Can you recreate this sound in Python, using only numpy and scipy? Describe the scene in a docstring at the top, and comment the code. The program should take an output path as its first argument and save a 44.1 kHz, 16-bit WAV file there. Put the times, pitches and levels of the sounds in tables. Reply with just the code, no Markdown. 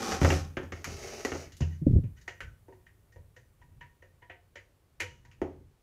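"""Receiver turned and plugged in

An opened sheet-steel receiver is turned on a laminate bench in a small room. Its feet scrape and
judder; the chassis drops, rattles and rings. Dull bumps reach the microphone through its holder.
A plug ticks along the back panel, feeling for a socket, and seats with a knock.
Underneath: handling rumble, room air and a faint hiss."""
import sys
import numpy as np
from scipy import signal
from scipy.fft import rfft, irfft
from scipy.io import wavfile

SR = 44100
rng = np.random.default_rng(int(sys.argv[2]) if len(sys.argv) > 2 else 0)


def log_audio(samples):
    """Write samples as a 16-bit WAV file to the path given in sys.argv[1]."""
    # one column per channel
    frames = np.atleast_2d(samples).T
    # limit to full scale, then quantise
    limited = np.clip(frames, -1, 1)
    pcm = np.round(limited * 32767).astype(np.int16)
    wavfile.write(sys.argv[1], SR, pcm)


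N = 256662
TIME_S = np.arange(N) / SR

# Chassis blows, the last is the plug seating; levels before trim: (time [s], contact [s], strength [dB],
# weight [dB], hardness [dB], low spot resonance [Hz], high spot resonance [Hz], thud [dB])
CHASSIS_KNOCKS = [(0.115, 0.012, -39.5, 2.5, -5, 770, 1270, -41.5),
                  (0.214, 0.0026, -39, 10, -12.5, 278, 2320, -22.5),
                  (0.229, 0.0049, -42, 5, -4, 297, 2420, -23.5),
                  (0.2464, 0.0024, -31, 5, -13, 560, 1300, -44),
                  (0.288, 0.0036, -51, 12.5, 6, 280, 1653, -30.5),
                  (0.302, 0.0019, -32.5, 0, -13.5, 840, 2830, -43.5),
                  (0.321, 0.0032, -40.5, 11, -7, 403, 1740, -52),
                  (0.568, 0.0033, -39.5, 3.5, -21, 364, 1670, -41.5),
                  (0.628, 0.0078, -61.5, 14.5, -6.5, 240, 1475, -49),
                  (0.718, 0.0088, -45, 0, -12, 318, 2100, -43),
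                  (0.843, 0.0016, -41, -30, -5, 870, 2240, -58),
                  (0.873, 0.0048, -58.5, 10, -14, 280, 1300, -45),
                  (1.248, 0.0028, -36.5, 4.5, -6.5, 408, 1980, -54),
                  (1.318, 0.0024, -42, 5, -24, 250, 1470, -41),
                  (1.342, 0.02, -57, 16.5, 0.5, 369, 1290, -49.5),
                  (1.601, 0.014, -55, 9.5, 2, 319, 2700, -25.5),
                  (5.416, 0.0011, -49.5, 20, -17.5, 376, 2040, -42.5)]
# Plug and cable on the panel, long contacts rub, short ones click; levels before trim: (time [s],
# contact [s], strength [dB], weight [dB], hardness [dB], low spot resonance [Hz], high spot resonance [Hz])
PLUG_TAPS = [(1.517, 0.009, -63.5, -30, 5, 700, 3130), (1.568, 0.0011, -69, -6, 10.5, 400, 3000),
             (1.616, 0.0072, -47.5, -1, -12, 686, 2740), (1.662, 0.14, -66.5, -19, -5, 703, 2020),
             (2.036, 0.007, -66.5, 6, -13, 396, 2500), (2.148, 0.061, -66, -32, -5, 382, 1660),
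             (2.21, 0.0091, -67.5, -20, 3, 405, 1690), (2.275, 0.0086, -39.5, -5.5, -14, 760, 1990),
             (2.404, 0.002, -41, -8.5, -17, 492, 1510), (2.68, 0.0067, -74, 26.5, -8, 380, 420),
             (2.719, 0.014, -67.5, 10, -12, 910, 1870), (2.861, 0.013, -59, -32, -19, 570, 1840),
             (3.114, 0.022, -66, -8.5, -8, 500, 1860), (3.158, 0.0055, -67, 14, -12, 527, 1880),
             (3.36, 0.012, -57, 0, -10.5, 493, 1796), (3.607, 0.026, -64.5, 2.5, -16.5, 950, 1850),
             (3.804, 0.016, -49.5, -6, -23.5, 940, 1780), (4.017, 0.018, -59.5, 2.5, -17.5, 538, 1870),
             (4.213, 0.024, -58.5, 1.5, -25, 970, 1870), (4.293, 0.014, -48.5, -1.5, -28.5, 710, 2030),
             (4.553, 0.01, -48, -2.5, -13.5, 574, 2070), (4.998, 0.0049, -45, -8, -10.5, 490, 2020),
             (5.002, 0.0022, -32.5, -12, -10, 516, 2170), (5.013, 0.0027, -42.5, 0.5, -25, 333, 2840),
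             (5.247, 0.0092, -63, -1.5, -7.5, 950, 1860), (5.311, 0.008, -63, -27, -7.5, 400, 2670)]
# Thud, knock, clack, tick and snap bands: (low edge [Hz], high edge [Hz])
IMPACT_BANDS = [(40, 200), (200, 1100), (1100, 3500), (3500, 8000), (8000, 15500)]
# Chassis and back panel modes: (frequency [Hz], gain [dB], t60 [s])
CHASSIS_MODES = [(82.53, 2.5, 0.54), (148.1, -9, 0.63), (283.2, -4.5, 0.38), (372, -4, .3),
                 (460, -19.5, 0.083), (541.7, -2.5, 0.2), (743, -8, 0.24), (887, -23, 0.49),
                 (1276, -21, 0.16), (1350, -24.5, .15), (1580, -23.5, 0.19), (1826, -15.5, 0.28),
                 (1940, -4, 0.054), (2160, -24, 0.12), (2780, -20.5, 0.072), (6060, -36.5, .1),
                 (6140, -33, .1)]
PANEL_MODES = [(92.2, 10.5, .4), (371, -1, 0.16), (509.7, -4.5, 0.15), (566, -4, 0.085), (707, -10, 0.087),
               (951, -2.5, 0.14), (1430, -14, 0.028), (1538, -7, 0.071), (1868, -4.5, 0.08),
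               (1945, -11, 0.057), (2340, -36, 0.07), (2460, -13, 0.045), (2740, -18.5, .05),
               (2910, -6.5, 0.06), (4700, -19, 0.045), (5920, -8.5, .04), (6480, -19, 0.043),
               (6360, -18, .04)]
# Spectra of their dense, short-lived modes: (frequency [Hz], gain [dB])
CHASSIS_CLATTER_EQ = [(40, -14.5), (90, 7), (200, -0.5), (370, 4), (700, -1.5), (1050, -9.5), (2000, -12),
                      (3000, -17.5), (3800, -24), (5000, -19), (6600, -15.5), (8500, -38.5), (12500, -35),
                      (15500, -53.5)]
PANEL_CLATTER_EQ = [(40, -19), (100, -8), (230, -13.5), (480, 0), (950, -9), (1170, -15), (1850, -4.5),
                    (3050, -13), (3450, -17.5), (5000, -16.5), (7000, -15), (8200, -28.5), (12000, -29),
                    (15500, -46.5)]
# Hand pushes, per slide: (start [s], length [s], level before trim [dB], grip [dB])
SLIDE_PUSHES = [
    [(-0.04, 0.19, -43.5, 5.5), (0.2, 0.17, -44.5, -1.5)],
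    [(0.73, 0.093, -65, 4.5), (0.85, 0.57, -52, 0.5), (1.01, 0.195, -50, 3)],
]
# Scrape spectrum, per slide: (frequency [Hz], gain [dB])
SLIDE_EQS = [
    [(29, -42.5), (50, -27.5), (91, -5), (144, -4), (216, -0.5), (295, -11), (367, -0.5), (637, -8),
     (790, 1), (981, -17), (1280, -12.5), (1740, -17.5), (6530, -33), (12800, -36.5), (15500, -45)],
    [(29, -20), (50, -5), (140, 1.5), (192, -11), (227, -3), (303, -17), (375, -7.5), (501, -5.5),
     (735, -1.5), (870, -9), (2170, 3.5), (3420, -18.5), (6230, -14), (7540, -24.5), (15500, -32)],
]
# Case resonances, per slide: (frequency [Hz], width [Hz], gain [dB])
SLIDE_RESONANCES = [
    [(235.2, 56, 1), (372, 33, -4), (818, 38, -3), (1035, 110, 3.5), (1270, 79, -4.5), (2456, 100, 1.5),
     (5930, 1300, 13.5)],
    [(254.7, 55, -11), (375, 89, 17.5), (570, 49, 10), (763, 44, -9.5), (2100, 580, -16), (2690, 150, 0),
     (5860, 2100, -4.5)],
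]
# Holder bumps: (time [s], level [dB], frequency [Hz], rise [s])
HOLDER_BUMPS = [(1.815, -24.5, 155.3, 0.0075), (1.866, -10.5, 263, 0.0027), (1.876, -17, 141, 0.0064),
                (1.906, -16.5, 145, .0036), (1.929, -16.5, 102, 0.0069), (1.954, -10, 83.4, .0085),
                (1.981, -18.5, 151, 0.004), (2.034, -26.5, 119.6, .009)]
# Hand and cable shoving the case: (start [s], length [s], level [dB])
CASE_SHOVES = [(0.175, 0.23, -40.5), (0.854, 0.15, -47), (1.845, 0.11, -26), (2.414, 0.068, -49),
               (3.134, 0.066, -54), (3.592, 0.28, -57), (4.962, 0.71, -57.5)]
# Handling rumble and room air spectra: (frequency [Hz], gain [dB])
RUMBLE_EQ = [(20, -17), (45, 1), (60, -3), (92, 1.5), (130, -4), (200, -17.5), (400, -34), (900, -60)]
AIR_EQ = [(15, -45.5), (25, -3.5), (104, -10), (169, -17), (378, -12.5), (445, -15), (582, -18),
          (1020, -22.5), (1110, -21.5), (1340, -24), (15500, -40)]
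# Room decay: (frequency [Hz], t60 [s])
ROOM_DECAY = [(100, 0.8), (300, 0.34), (800, 0.35), (2000, 0.3), (6000, 0.41), (14000, 0.24)]


def chassis():
    """The case drops on its feet, rattles, and is knocked by the hand and the seating plug."""
    out = np.zeros(N)
    for time_s, *contact, thud_db in CHASSIS_KNOCKS:
        add(out, time_s, strike(
            contact, thud_db, CHASSIS_MODES, CHASSIS_CLATTER_EQ, detune=0.0019,
            crack_db=-3.5, clatter_t60_s=0.057, clatter_room_db=-0.5,
            ring_db=-1.5, ring_db_per_decade=-0.5, ring_room_db=-23,
            spot_mode_db=9.5, spot_db=-1.5, spot_q=6.5, trims_db=[-0.5, -0.3, -0.3, -0.98, -0.8]))
    return out


def plug():
    """The metal plug shell scuffs round the socket rim; pressing fingers detune the panel."""
    out = np.zeros(N)
    for time_s, *contact in PLUG_TAPS:
        _, strength_db, weight_db, *_ = contact
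        thud_db = strength_db + weight_db - 8  # a tap barely moves the case
        add(out, time_s, strike(
            contact, thud_db, PANEL_MODES, PANEL_CLATTER_EQ, detune=0.012,
            crack_db=-7.5, clatter_t60_s=0.15, clatter_room_db=-7.5,
            ring_db=0.5, ring_db_per_decade=8.5, ring_room_db=-3,
            spot_mode_db=14.5, spot_db=3, spot_q=4.8, trims_db=[-3.5, -5.5, -2.5, -4, -2.5]))
    return out


def strike(contact, thud_db, modes, clatter_eq, detune, crack_db, clatter_t60_s, clatter_room_db,
           ring_db, ring_db_per_decade, ring_room_db, spot_mode_db, spot_db, spot_q, trims_db):
    """One contact drives clatter and ringing modes, coloured by the spot struck, echoed by the room."""
    contact_s, strength_db, weight_db, hard_db, *spots_hz = contact
    t = np.arange(28000) / SR
    force = contact_force(contact_s)
    force = np.pad(force, (0, len(t) - len(force)))
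    rise = np.sin(np.pi / 2 * np.minimum(t / (contact_s + 0.0016), 1)) ** 2
    echoes = band(room_tail(), 200, 15500) * rise * (1 - np.exp(-t / 0.0013))

    burst = rng.standard_normal(len(t)) * rise * amp(-60 * t / (clatter_t60_s + 2 * contact_s))
    drive = amp(crack_db) * force + burst / np.linalg.norm(burst) + amp(clatter_room_db) * echoes
    clatter = colour(drive, clatter_eq)
    clatter += amp(spot_db) * sum(resonate(clatter, hz, spot_q) for hz in spots_hz)

    ring = np.zeros(len(t))
    for (hz, db, t60_s), shift in zip(modes, rng.standard_normal(len(modes))):
        # modes with an antinode at the spot ring most
        nearness = sum(np.exp(-(np.log(hz / spot_hz) / 0.068) ** 2) for spot_hz in spots_hz)
        envelope = amp(db + spot_mode_db * nearness - 60 * t / t60_s)
        ring += envelope * np.sin(2 * np.pi * hz * (1 + detune * shift) * t)
    ring = signal.fftconvolve(ring, force + amp(ring_room_db) * echoes)[:len(t)]
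    ring_gain = amp(ring_db + ring_db_per_decade * np.log10(contact_s / 0.0011))
    sound = unit(clatter) + ring_gain * unit(ring)

    tick_db = strength_db + hard_db
    snap_db = tick_db - 9.5 - 13.5 * np.log10(contact_s / 0.0023)  # longer contacts snap less
    levels_db = np.add([thud_db, strength_db + weight_db, strength_db, tick_db, snap_db], trims_db)
    parts = [band(sound, low_hz, high_hz, order=5) for low_hz, high_hz in IMPACT_BANDS]
    attack = t < contact_s + 0.03
    return sum(amp(db) * part / part[attack].std() for db, part in zip(levels_db, parts))


def contact_force(contact_s):
    """A swell of tiny slips: unit energy, near-flat spectrum."""
    swell = signal.windows.tukey(int(contact_s * SR) + 2, 0.8)
    force = swell * rng.standard_normal(len(swell))
    for _ in range(5):
        spectrum = rfft(force, 2 * len(swell))
        whitened = irfft(spectrum / (abs(spectrum) + 1e-12))
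        force = swell * whitened[:len(swell)]
    return force / np.linalg.norm(force)


def slide(pushes, scrape_eq, resonances, slips_per_s=2500, rise_s=0.012):
    """Tiny slips of the feet shake the case and its panels sing; more grip, more judder."""
    slips = rng.standard_normal(N) * (rng.random(N) < slips_per_s / SR)
    slips = unit(slips * amp(-1.5 * np.minimum(rng.exponential(1, N), 4)))
    drive = slips + signal.oaconvolve(slips, room_tail())[:N]
    singing = sum(amp(db) * resonate(drive, hz, hz / width_hz) for hz, width_hz, db in resonances)
    scrape = colour(drive + singing, scrape_eq)

    def layer(low_hz, high_hz, trim_db, grip_share, fade_db_per_s):
        gains = [amp(db + trim_db + grip_share * grip_db) * push(start_s, length_s, rise_s, fade_db_per_s)
                 for start_s, length_s, db, grip_db in pushes]
        return unit(band(scrape, low_hz, high_hz)) * np.max(gains, axis=0)

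    judder = layer(150, 1100, trim_db=1.5, grip_share=1, fade_db_per_s=200)
    rasp = layer(1100, 3500, trim_db=-0.5, grip_share=0.7, fade_db_per_s=139)
    hiss = layer(3500, 15500, trim_db=1.2, grip_share=0, fade_db_per_s=207)
    return judder + rasp + hiss


def push(start_s, length_s, rise_s, fade_db_per_s):
    """Gain of one hand movement: rise, hold, fade."""
    t = TIME_S - start_s
    return np.clip(t / rise_s, 0, 1) * amp(-fade_db_per_s * np.maximum(t - length_s, 0))


def holder_bumps(overtone_ratio=1.95, cutoff_hz=600, room_db=-25):
    """Soft pushes through the holder: two heavily damped modes and a muffled rub."""
    out = np.zeros(N)
    t = np.arange(SR // 5) / SR
    for time_s, db, hz, rise_s in HOLDER_BUMPS:
        rub = unit(band(rng.standard_normal(len(t)), 40, 260, order=2))
        phase = 2 * np.pi * hz * t
        sway = np.sin(phase) + amp(-14) * np.sin(overtone_ratio * phase)
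        envelope = (t / rise_s * np.exp(1 - t / rise_s)) ** 1.01
        add(out, time_s, amp(db) * envelope * (sway + amp(-17) * rub))
    out = signal.sosfilt(signal.butter(6, cutoff_hz, fs=SR, output="sos"), out)
    return out + amp(room_db) * signal.oaconvolve(out, room_tail())[:N]


def handling_rumble(floor_db=-53.5, settle_db_per_s=3):
    """The case rumbles with each shove, over a floor that sinks as the hands settle."""
    shoves = [amp(db) * push(start_s, length_s, rise_s=0.029, fade_db_per_s=122)
              for start_s, length_s, db in CASE_SHOVES]
    floor = amp(floor_db - settle_db_per_s * TIME_S)
    rumble = band(colour(rng.standard_normal(N), RUMBLE_EQ), 9.4, 2500, order=1)
    return unit(rumble) * np.max([floor, *shoves], axis=0)


def room_air(air_db=-73.5, hiss_db=-71.5, hiss_fade_db_per_s=2.5):
    """Steady air and a faint, fading high hiss."""
    air = colour(rng.standard_normal(N), AIR_EQ)
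    air /= band(air, 130, 15000).std()
    hiss = unit(band(rng.standard_normal(N), 7000, 19000))
    return amp(air_db) * air + amp(hiss_db - hiss_fade_db_per_s * TIME_S) * hiss


def room_tail(size=28000):
    """Diffuse echoes of unit energy; the bass lasts longest."""
    hz, t, spectra = signal.stft(rng.standard_normal(size), SR, nperseg=256)
    decay = amp(-60 * t / log_interp(ROOM_DECAY, hz)[:, None])
    echoes = signal.istft(spectra * decay, SR, nperseg=256)[1][:size]
    return echoes / np.linalg.norm(echoes)


def amp(db):
    return 10 ** (np.asarray(db) / 20)


def unit(x):
    """Scale to rms 1."""
    return x / np.sqrt(np.mean(x ** 2) + 1e-20)


def log_interp(points, hz):
    """Table lookup on a log-frequency axis."""
    points_hz, values = np.transpose(points)
    return np.interp(np.log(hz + 1), np.log(points_hz + 1), values)


def add(mix, time_s, sound):
    part = mix[round(time_s * SR):][:len(sound)]
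    part += sound[:len(part)]


def band(x, low_hz, high_hz, order=3):
    return signal.sosfilt(signal.butter(order, [low_hz, high_hz], "band", fs=SR, output="sos"), x)


def resonate(x, hz, q):
    return signal.lfilter(*signal.iirpeak(hz, q, SR), x)


def colour(x, eq, size=4096):
    """Minimum-phase filter with the given spectrum."""
    hz = abs(np.fft.fftfreq(size, 1 / SR))
    log_gain = np.log(amp(log_interp(eq, hz)))
    response = np.exp(np.conj(signal.hilbert(log_gain)))
    taps = np.fft.ifft(response).real[:size // 2]
    return signal.oaconvolve(x, taps)[:len(x)]


def scene():
    """Case, plug, holder and room, close up in mono."""
    slides = sum(map(slide, SLIDE_PUSHES, SLIDE_EQS, SLIDE_RESONANCES))
    return (chassis() + plug() + slides + holder_bumps() + handling_rumble() + room_air())[None]


def record(dry, cutoff_hz=15650):
    """Steep low-pass."""
    taps = signal.firwin(511, cutoff_hz, window=("kaiser", 9), fs=SR)
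    return signal.oaconvolve(dry, taps[None], "same")


dry = scene()
out = record(dry)
log_audio(out)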